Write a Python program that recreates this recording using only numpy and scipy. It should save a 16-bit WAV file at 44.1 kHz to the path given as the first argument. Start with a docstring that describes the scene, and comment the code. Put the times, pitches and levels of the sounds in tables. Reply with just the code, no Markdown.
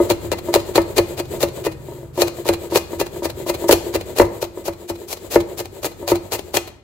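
"""In a small kitchen, a cleaver chops garlic on a thick wooden board, close to a pair of microphones.
About four strokes a second swish down, crunch through the cloves, knock on the wood and scrape.
Filtered noise makes swish and rumble, random clicks the crunch, decaying sines the board, blade and table.
The board rocks on its table, a hum wavers, the room answers, and the hardest knocks overload the recorder."""
import sys
import numpy as np
from scipy import signal
from scipy.io import wavfile
from scipy.ndimage import uniform_filter1d

SR = 44100
rng = np.random.default_rng(int(sys.argv[2]) if len(sys.argv) > 2 else 0)


def transcribe(signal):
    """Save signal, clipped to [-1, 1], as a 16-bit WAV file at the path in sys.argv[1]."""
    frames = np.atleast_2d(signal).T
    limited = np.clip(frames, -1, 1)
    pcm = np.round(limited * 32767).astype(np.int16)
    wavfile.write(sys.argv[1], SR, pcm)


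N = 301203
REGRIP_S = 0.1  # a landing sooner than this is a second push: the blade neither scrapes nor swings between
SWING_LEAD_S = 0.067  # the swish peaks this long before the edge meets the garlic


def amp(db):
    """Decibels to linear gain."""
    return 10 ** (np.asarray(db) / 20)


def evened(x):
    """Scale to unit effective level."""
    return x / np.sqrt(np.mean(x ** 2) + 1e-20)


def curve(points, t):
    """Straight lines in time through (time [s], level [dB]) points."""
    return np.interp(t, *np.transpose(points))


def read(points, hz):
    """Straight lines over logarithmic frequency."""
    f, value = np.transpose(points)
    return np.interp(np.log(hz + 1), np.log(f + 1), value)


def add(mix, s, sound):
    """Lay a sound into the mix at s seconds, cut at the end."""
    part = mix[..., max(round(s * SR), 0):][..., :sound.shape[-1]]
    part += sound[..., :part.shape[-1]]


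def highpass(x, hz, order=1):
    """Take away what lies below hz."""
    return signal.sosfilt(signal.butter(order, hz, "high", fs=SR, output="sos"), x)


def colour(x, spectrum):
    """Causal minimum-phase filter with the given spectrum and unit energy."""
    log_gain = np.log(amp(read(spectrum, abs(np.fft.fftfreq(4096, 1 / SR)))))
    minimum_phase = np.exp(np.conj(signal.hilbert(log_gain)))
    taps = np.fft.ifft(minimum_phase).real[:2048]
    return signal.oaconvolve(x, taps[None] / np.linalg.norm(taps), axes=1)[:, :N]


def ring(modes, scatter=0, detune=0):
    """Decaying modes of alternating sign; place of the blow and press of the blade vary share and pitch."""
    t = np.arange(SR // 4) / SR
    hz, db, t60 = np.transpose(modes)[:, :, None]
    sign = (-1) ** np.arange(len(modes))[:, None]
    share = sign * amp(db + scatter * rng.standard_normal(db.shape))
    hz = hz * (1 + detune * rng.standard_normal(hz.shape))
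    decay = np.exp(-np.log(1000) * t / t60)
    return np.sum(share * decay * np.sin(2 * np.pi * hz * t), axis=0)


def resonate(force, modes):
    """A force on both sides excites a ring of unit energy."""
    return signal.oaconvolve(force, modes[None] / np.linalg.norm(modes), axes=1)[:, :N]


def blow(ms):
    """A force pulse of unit area: the longer the contact, the duller."""
    u = np.arange(400) / SR * 6000 / ms  # the pulse peaks at a sixth of the contact time
    pulse = u * np.exp(-u)
    return pulse / np.sum(pulse)


def grains(per_s, spread_db, shared, left_lag_s=0.00045):
    """Tiny ruptures of uneven size; those shared by both microphones reach the left one later."""
    size = amp(spread_db * np.minimum(rng.exponential(1, (3, N)), 4))
    sign = rng.choice([-1, 1], (3, N))
    clicks = evened(size * sign * (rng.random((3, N)) < per_s / SR))
    both = np.array([np.roll(clicks[2], round(left_lag_s * SR)), clicks[2]])
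    return np.sqrt(shared) * both + np.sqrt(1 - shared) * clicks[:2]


def narrow(x, hz):
    """Below hz both microphones hear nearly the same."""
    side = highpass((x[0] - x[1]) / 2, hz)
    return x.mean(0) + np.array([side, -side])


def echoes(x, t60s, delay):
    """Dense reflections, other ones for each side, each band dying at its own speed."""
    hz, t, z = signal.stft(rng.standard_normal((2, SR // 2)), SR, nperseg=256)
    decay = 1e-3 ** (t / read(t60s, hz)[:, None])
    tail = signal.istft(z * decay, SR, nperseg=256)[1]
    tail = np.pad(tail / np.linalg.norm(tail[0]), ((0, 0), (round(delay * SR), 0)))
    return narrow(signal.fftconvolve(x, tail, axes=1)[:, :N], 950)


# How long the small kitchen rings: (frequency [Hz], time to fall 60 dB [s])
KITCHEN_DECAY = [(60, 0.2), (350, 0.56), (1000, 0.63), (4000, 0.52), (15000, 0.27)]


def kitchen(x, delay):
    """The room answers after a delay with a dense tail."""
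    return echoes(x, KITCHEN_DECAY, delay)


# First reflections off blade and worktop: (delay [s], left gain [linear], right gain [linear])
FIRST_REFLECTIONS = [(.0029, 0.041, -0.067), (0.0117, -0.11, 0.045), (.0256, -0.14, -0.03)]


def reflect(wood):
    """Blade and worktop return single delayed copies to each microphone."""
    out = np.zeros((2, N))
    for delay, left, right in FIRST_REFLECTIONS:
        add(out, delay, wood * [[left], [right]])
    return out


# Tones of the low hum: (frequency [Hz], relative level [dB])
HUM_TONES = [(128, -1.5), (149, -5)]
# Swell of the hum: (time [s], relative level [dB])
HUM_SWELL = [(0, -62), (1.2, -34.5), (1.6, -35.5), (2.2, -34.5), (2.6, -49), (3.4, -38.5), (4.2, -67),
             (6.83, -67)]


def hum(waver=0.13):
    """Low sine tones swell and recede while their phase and level waver together."""
    t = np.arange(N) / SR
    knots = np.arange(0, 7, 0.12)
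    drift = waver * np.interp(t, knots, rng.standard_normal(len(knots)))
    tones = sum(amp(db) * np.sin(2 * np.pi * hz * t + 2 * drift) for hz, db in HUM_TONES)
    return tones * (1 + drift / 2) * amp(curve(HUM_SWELL, t) - 2.5)


# Spectrum of the kitchen rumble: (frequency [Hz], relative density [dB per Hz])
RUMBLE_SPECTRUM = [(20, -17), (50, 2), (90, 10), (135, -0.5), (200, -4.5), (350, -3.5), (600, -19.5),
                   (1200, -21.5), (4000, -38.5), (16000, -44)]
# Course of the kitchen rumble: (time [s], relative level [dB])
RUMBLE_LEVEL = [(0, -27), (.4, -31), (1.6, -35), (2.1, -37.5), (2.7, -35.5), (4.15, -33.5), (4.9, -44),
                (5.4, -37), (6.7, -39), (6.83, -48)]


def rumble():
    """Low kitchen rumble: coloured noise that rises and falls and ends softer than it began."""
    noise = narrow(rng.standard_normal((2, N)), 280)
    level_db = curve(RUMBLE_LEVEL, np.arange(N) / SR)
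    return amp(level_db - 2) * colour(noise, RUMBLE_SPECTRUM)


# Modes of the heavy table: (frequency [Hz], relative level [dB], time to fall 60 dB [s])
TABLE_MODES = [(47.9, 4, 0.1), (71.4, -2.5, 0.12), (91, 4.5, 0.11), (124.6, 4.5, 0.034),
               (188.4, 6.5, 0.068)]
# One row per stroke of the cleaver: (landing time [s], knock level [dB], contact [ms],
# time in the garlic [s], crunch on entry [dB], crunch on landing [dB], fizz of juice over the crunch [dB],
# time from landing until the scrape [s], scrape [dB]); levels are relative
CHOPS = [(0.105, -3.5, 0.72, 0.0013, -18, -19, -5, 0.0088, -21),
         (0.3168, -10, 0.32, 0.00095, -41, -20, -23, 0.06, -33),
         (.332, -11, .4, 0.0055, -25, -29.5, -10, 0.056, -35.5),
         (.557, -1, 0.42, 0.013, -13.5, -15.5, -25, 0.042, -33.5),
         (.779, 3, 0.48, 0.02, -13.5, -21.5, -22, .04, -37.5),
         (0.987, 2, 0.89, 0.015, -17, -18, -6, 0.06, -50),
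         (1.198, -10, 1.06, 0.022, -34, -22, -9, 0.059, -45.5),
         (1.433, 0, 1.05, 0.027, -28.5, -20, -1, .052, -38),
         (1.666, -6.5, 0.24, 0.019, -28, -23.5, -9, 0.057, -39),
         (2.2205, -3.5, 0.39, 0.08, -48.5, -17, -4, .06, -29),
         (2.492, 0, 0.8, 0.037, -32.5, -22.5, -4, 0.046, -28),
         (2.759, -6, .21, 0.053, -35.5, -29.5, -8, .04, -50),
         (2.772, -15, 0.23, 0.022, -28, -17.5, 1.5, 0.043, -46),
         (3.012, -7.5, 0.28, .011, -21.5, -20.5, -4, 0.057, -37),
         (3.254, -11.5, 0.099, 0.022, -34, -20.5, -3.5, 0.048, -34),
         (3.498, -8, 0.39, 0.028, -32.5, -21.5, -2, .05, -30),
         (3.6921, 4, 0.63, 0.0019, -36, -37, 19, .03, -50),
         (3.728, 1.5, 1.5, 0.014, -16.5, -12, 1.5, 0.035, -43),
         (3.954, -8, 0.37, 0.018, -28.5, -18, -12, .058, -36),
         (4.198, 7.5, 0.76, 0.033, -28.5, -20, -4, 0.036, -36),
         (4.217, 0, 0.46, 0.0046, -32, -29.5, 4, 0.033, -37),
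         (4.427, -10, 0.65, 0.0051, -29, -33.5, 4, 0.017, -32.5),
         (4.6802, -5.5, 1.1, 0.024, -31.5, -29, 1.5, 0.054, -45.5),
         (4.9, -7, 1.56, 0.013, -34.5, -28.5, 0, 0.057, -44),
         (5.133, -24, 0.34, 0.047, -41.5, -34, 8, 0.041, -42.5),
         (5.359, 3.5, 0.58, 0.044, -29, -24.5, 1.5, 0.048, -33),
         (5.604, -15.5, 0.19, .022, -29.5, -28, 2, 0.053, -38.5),
         (5.846, -14, 0.13, 0.012, -29.5, -35, .5, 0.028, -50),
         (5.864, -18.5, 0.22, 0.0092, -24.5, -26.5, 3, 0.056, -45),
         (6.1174, 1.5, 0.81, 0.034, -21.5, -23.5, -2.5, 0.042, -30),
         (6.352, -16.5, 0.37, 0.026, -22.5, -23, -0.5, 0.041, -33),
         (6.572, -12.5, 0.1, 0.024, -20.5, -20, -1, .108, -39.5)]


def table(rise_s=0.02, push_db=-22.5, push_share=0.98):
    """The heavy table takes up each blow slowly and answers with a low thud."""
    out, t = np.zeros(N), np.arange(SR // 4) / SR
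    rise = 1 - np.exp(-t / rise_s)
    for s, db, *_ in CHOPS:
        level = amp(push_db + push_share * db)  # dB of thud per dB of knock
        add(out, s, level * ring(TABLE_MODES, scatter=0.33) * rise)
    return np.array([out, out])


# Modes of the board with table and blade: (frequency [Hz], relative level [dB], time to fall 60 dB [s])
BOARD_MODES = [(346.6, -5, 0.17), (491, 3.5, 0.029), (500.7, 3.5, 0.028), (560.5, -6, 0.063),
               (659, -8.5, 0.045), (820, -71, 0.14), (935.3, -6.5, 0.038), (1261, -18.5, 0.063),
               (1470, -25.5, 0.027), (1756, -23, 0.11), (2040, -19.5, 0.1), (2490, -30, 0.048),
               (2530, -40, 0.041), (2860, -35, 0.066)]


def board(scatter=0, detune=0):
    """The thick wooden board rings in decaying modes."""
    return ring(BOARD_MODES, scatter, detune)


def radiate(x):
    """The board is too small to send out deep bass; it lies a little to the left."""
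    return highpass(x, 230, order=2) * amp([[1.1], [-1.1]])


# Vigour of the swing: (time [s], relative level of the swish [dB])
SWING_VIGOUR = [(0, -39.5), (.25, -45.5), (.6, -44), (.9, -47), (1.35, -41.5), (1.6, -44), (2.1, -69),
                (2.38, -45), (3.35, -45.5), (3.65, -41), (4.8, -52.5), (5.3, -48), (6.5, -53.5)]


def swings():
    """For every stroke that comes down through the air: when it meets the garlic, and its vigour."""
    landing, _, _, length, *_ = np.transpose(CHOPS)
    entry = (landing - length)[np.diff(landing, prepend=-1) > REGRIP_S]
    return zip(entry, curve(SWING_VIGOUR, entry - SWING_LEAD_S))


# Spectrum of the hollow swish: (frequency [Hz], relative density [dB per Hz])
SWISH_SPECTRUM = [(30, -59.5), (200, -3.5), (295, -15), (350, 13), (420, 7), (600, 0), (1100, -21),
                  (2300, -18.5), (4300, -19), (5700, -29.5), (7200, -16), (8200, -16.5), (9200, -28),
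                  (12500, -17.5), (16000, -23)]


def swish(half_s=0.031, shift_db=2):
    """Grainy noise swells with each swing of the arm, and the shifting board murmurs along."""
    t = np.arange(N) / SR
    moves = [(s - SWING_LEAD_S, db, half_s) for s, db in swings()]
    moves.append((1.92, -53, 0.1))  # one slow lift to gather the cloves
    power = np.zeros(N)
    for s, db, half in moves:
        power += amp(db) ** 2 * np.exp(-np.minimum(((t - s) / half) ** 2, 40))
    swell = np.sqrt(power)
    rub = swell * grains(9000, 3.5, 0)
    hollow = echoes(rub, [(300, 0.011), (8000, 0.028)], 0)
    hiss = colour(narrow(rub, 1000) + amp(-5.5) * hollow, SWISH_SPECTRUM)
    modes = board()
    shifting = swell * rng.standard_normal(N)
    murmur = signal.oaconvolve(shifting, modes / np.linalg.norm(modes))[:N]
    return amp(16) * hiss * amp([[1.5], [-1.5]]) + amp(shift_db) * radiate(murmur)


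# Further jolts of the board, hard and soft: (time [s], relative level [dB])
BOARD_JOLTS = [(.001, -0.5), (.485, -8.5), (1.344, -15), (1.884, -21.5), (1.92, -22.5), (1.98, -27),
               (2.029, -25), (2.176, -10), (2.187, -10), (2.455, -10), (2.721, -8.5), (2.931, -15.5),
               (3.221, -14), (3.463, -13), (3.641, -9), (4.573, -17.5), (6.026, -16)]


def bumps(rattle=0.023, rattle_s=0.036, rock_lead_s=0.07, rock_db=24.5):
    """Soft blows with a short rattle: the board rocks with every swing and now and then jolts."""
    out, t = np.zeros(N), np.arange(SR // 6) / SR
    rocking = [(s - rock_lead_s, db + rock_db) for s, db in swings()]
    for s, db in BOARD_JOLTS + rocking:
        force = rattle * rng.standard_normal(len(t)) * np.exp(-t / rattle_s)
        force[0] = 1  # the bump itself
        add(out, s, amp(db) * force)
    soft_blow = np.convolve(board(), blow(1.08))
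    return radiate(signal.oaconvolve(out, soft_blow)[:N])


# Modes of the blade: (frequency [Hz], relative level [dB], time to fall 60 dB [s])
BLADE_MODES = [(2476, -2, 0.12), (2708, 4, 0.05), (3024, -19, 0.15), (3295, -9.5, 0.06), (4122, 3, 0.027),
               (4296, 7.5, 0.043), (5070, -9.5, 0.047)]


def steel(force):
    """The blade's own ring."""
    return resonate(force, ring(BLADE_MODES))


# Spectrum of crunch and scrape: (frequency [Hz], relative density [dB per Hz])
CRUNCH_SPECTRUM = [(59, -45), (100, -2), (196, -15.5), (378, 5), (936, -7), (1460, -16), (2270, -16),
                   (2470, -12.5), (2870, -17), (4280, -15), (5630, -21.5), (7100, -17.5), (8770, -23),
                   (12000, -20.5), (15500, -21.5)]


def crunch(force):
    """Small ruptures take on the colour of the crunch."""
    return colour(force, CRUNCH_SPECTRUM)


def scraping_strokes():
    """The strokes that no second push follows."""
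    following = CHOPS[1:] + [[np.inf]]
    return [row for row, after in zip(CHOPS, following) if after[0] - row[0] > REGRIP_S]


# Singing of the rubbed edge: (frequency [Hz], relative level [dB], time to fall 60 dB [s])
EDGE_MODES = [(4120, 0, .08), (2080, -12, .05)]


def scrapes(rub_s=0.0075, sing_db=-10):
    """After landing the blade rubs past wood and wet pieces, and its edge sings briefly."""
    t, rub = np.arange(N) / SR, np.zeros(N)
    for s, *_, wait_s, db in scraping_strokes():
        rub += amp(db) * np.exp(-abs((t - s - wait_s) / rub_s))
    force = rub * grains(6000, 7.2, 0.17)
    sing = resonate(force, ring(EDGE_MODES))
    return amp(10) * crunch(narrow(force, 900)) + amp(-9.5) * steel(force) + amp(sing_db) * sing


def crisp(x):
    """A snap is too brief to push much bass into the board."""
    return highpass(x, 700)


# Firm pieces that snap: (time [s], relative level [dB])
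FIRM_SNAPS = [(0.1009, -5), (0.3172, -11.5), (0.5401, 0.5), (0.5494, -5.5), (.757, -11.5), (.981, -1),
              (0.9845, -6.5), (1.429, -3.5), (2.2189, 0), (2.489, -5), (2.758, -0.5), (3.685, -13),
              (3.711, 1.5), (3.723, -7), (3.951, -13), (4.186, -6), (4.426, -14), (5.129, -13.5),
              (5.845, -11), (6.078, -12), (6.321, -12), (6.542, -11), (6.5701, -0.5)]
# Spectrum of the fizzing juice: (frequency [Hz], relative density [dB per Hz])
JUICE_SPECTRUM = [(30, -42), (3000, -5.5), (5500, -1.5), (7200, 0), (9000, -5.5), (12500, 0.5), (16000, -5)]


def garlic(lead_s=0.006, follow_s=0.0017, trail_s=0.0071, snap_s=0.0017, clump_db=1.5):
    """Cells burst under the edge in clumps; the crackle sounds through board and blade, and juice fizzes."""
    t = np.arange(N) / SR
    pressure, juice, snaps = np.zeros((3, N))
    for s, _, _, length, entry_db, landing_db, fizz_db, *_ in CHOPS:
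        near = abs(t - s) < 0.15
        u = t[near] - s
        before = np.minimum(u + length, 0) / lead_s
        after = np.maximum(u - follow_s, 0) / trail_s  # the edge still crushes for follow_s
        level_db = np.interp(u, [-length, 0], [entry_db, landing_db])
        stroke = amp(level_db) * np.exp(before - after)
        pressure[near] += stroke
        juice[near] += stroke * amp(fizz_db)
    for s, db in FIRM_SNAPS:
        add(snaps, s, amp(db) * np.exp(-t[:SR // 50] / snap_s))
    clumps = amp(clump_db * evened(uniform_filter1d(rng.standard_normal(N), size=130)))
    bursts = pressure * clumps * grains(2800, 4.43, 0.053)
    force = amp(3) * bursts + amp(2) * crisp(snaps * grains(25000, 2.1, 0.4))
    fizz = colour(juice * clumps * grains(6600, 2.2, 0.061), JUICE_SPECTRUM)
    return crunch(narrow(force, 1230)) + amp(-13.5) * steel(force) + amp(-1) * fizz


# Spectrum of cracking wood fibres: (frequency [Hz], relative density [dB per Hz])
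FIBRE_SPECTRUM = [(30, -60), (250, 3), (550, 1), (900, -2.5), (1100, -5), (1400, -13.5), (2200, -15.5),
                  (5000, -42.5), (16000, -31)]


def knocks(thock_hz=520, thock_s=0.0013, crack_s=0.013):
    """Each landing dents the wood with a brief thock, cracks its fibres and rings the board."""
    out, crack, t = np.zeros(N), np.zeros(N), np.arange(SR // 4) / SR
    thock = amp(2.5) * np.exp(-t / thock_s) * np.sin(2 * np.pi * thock_hz * t)
    for s, db, ms, *_ in CHOPS:
        modes = board(scatter=1.5, detune=0.02)
        add(out, s, amp(db - 2.5) * np.convolve(modes - thock, blow(ms)))
        add(crack, s, amp(db) * np.exp(-t / crack_s))
    fibres = narrow(crack * rng.standard_normal((2, N)), 400)
    return radiate(out + amp(-15.5) * colour(fibres, FIBRE_SPECTRUM))


def shade(x, hz=6000, loss=0.57):
    """The right microphone faces away and loses some treble."""
    return np.array([x[0], x[1] - loss * highpass(x[1], hz)])


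def scene():
    """Chopping close by, its near reflections and the kitchen around it, as the two microphones hear it."""
    wood, thud = knocks() + bumps(), table()
    crackle = (garlic() + scrapes()) * amp([[1.5], [-0.5]])  # a little to the left
    near = amp(-12.5) * echoes(crackle, [(300, 0.11), (12000, 0.068)], 0.001225)
    near += amp(-13) * echoes(wood, [(100, 0.07), (3000, 0.07)], 0.003)
    near += reflect(wood)
    room = amp(-14.5) * kitchen(wood, 0.016)
    room += amp(-16.5) * kitchen(crackle, 0.012)
    room += amp(2.5) * kitchen(thud, 0.009)
    return shade(wood + thud + crackle + near + room + swish() + rumble() + hum())


def record(dry, edge_hz=15850):
    """The recorder clips the hardest knocks; then a low-pass limits the band."""
    clipped = np.clip(dry, -1, 1)
    lowpass = signal.firwin(511, edge_hz, window=("kaiser", 9), fs=SR)
    return signal.oaconvolve(clipped, lowpass[None], "same")


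dry = scene()
out = record(dry)
transcribe(out)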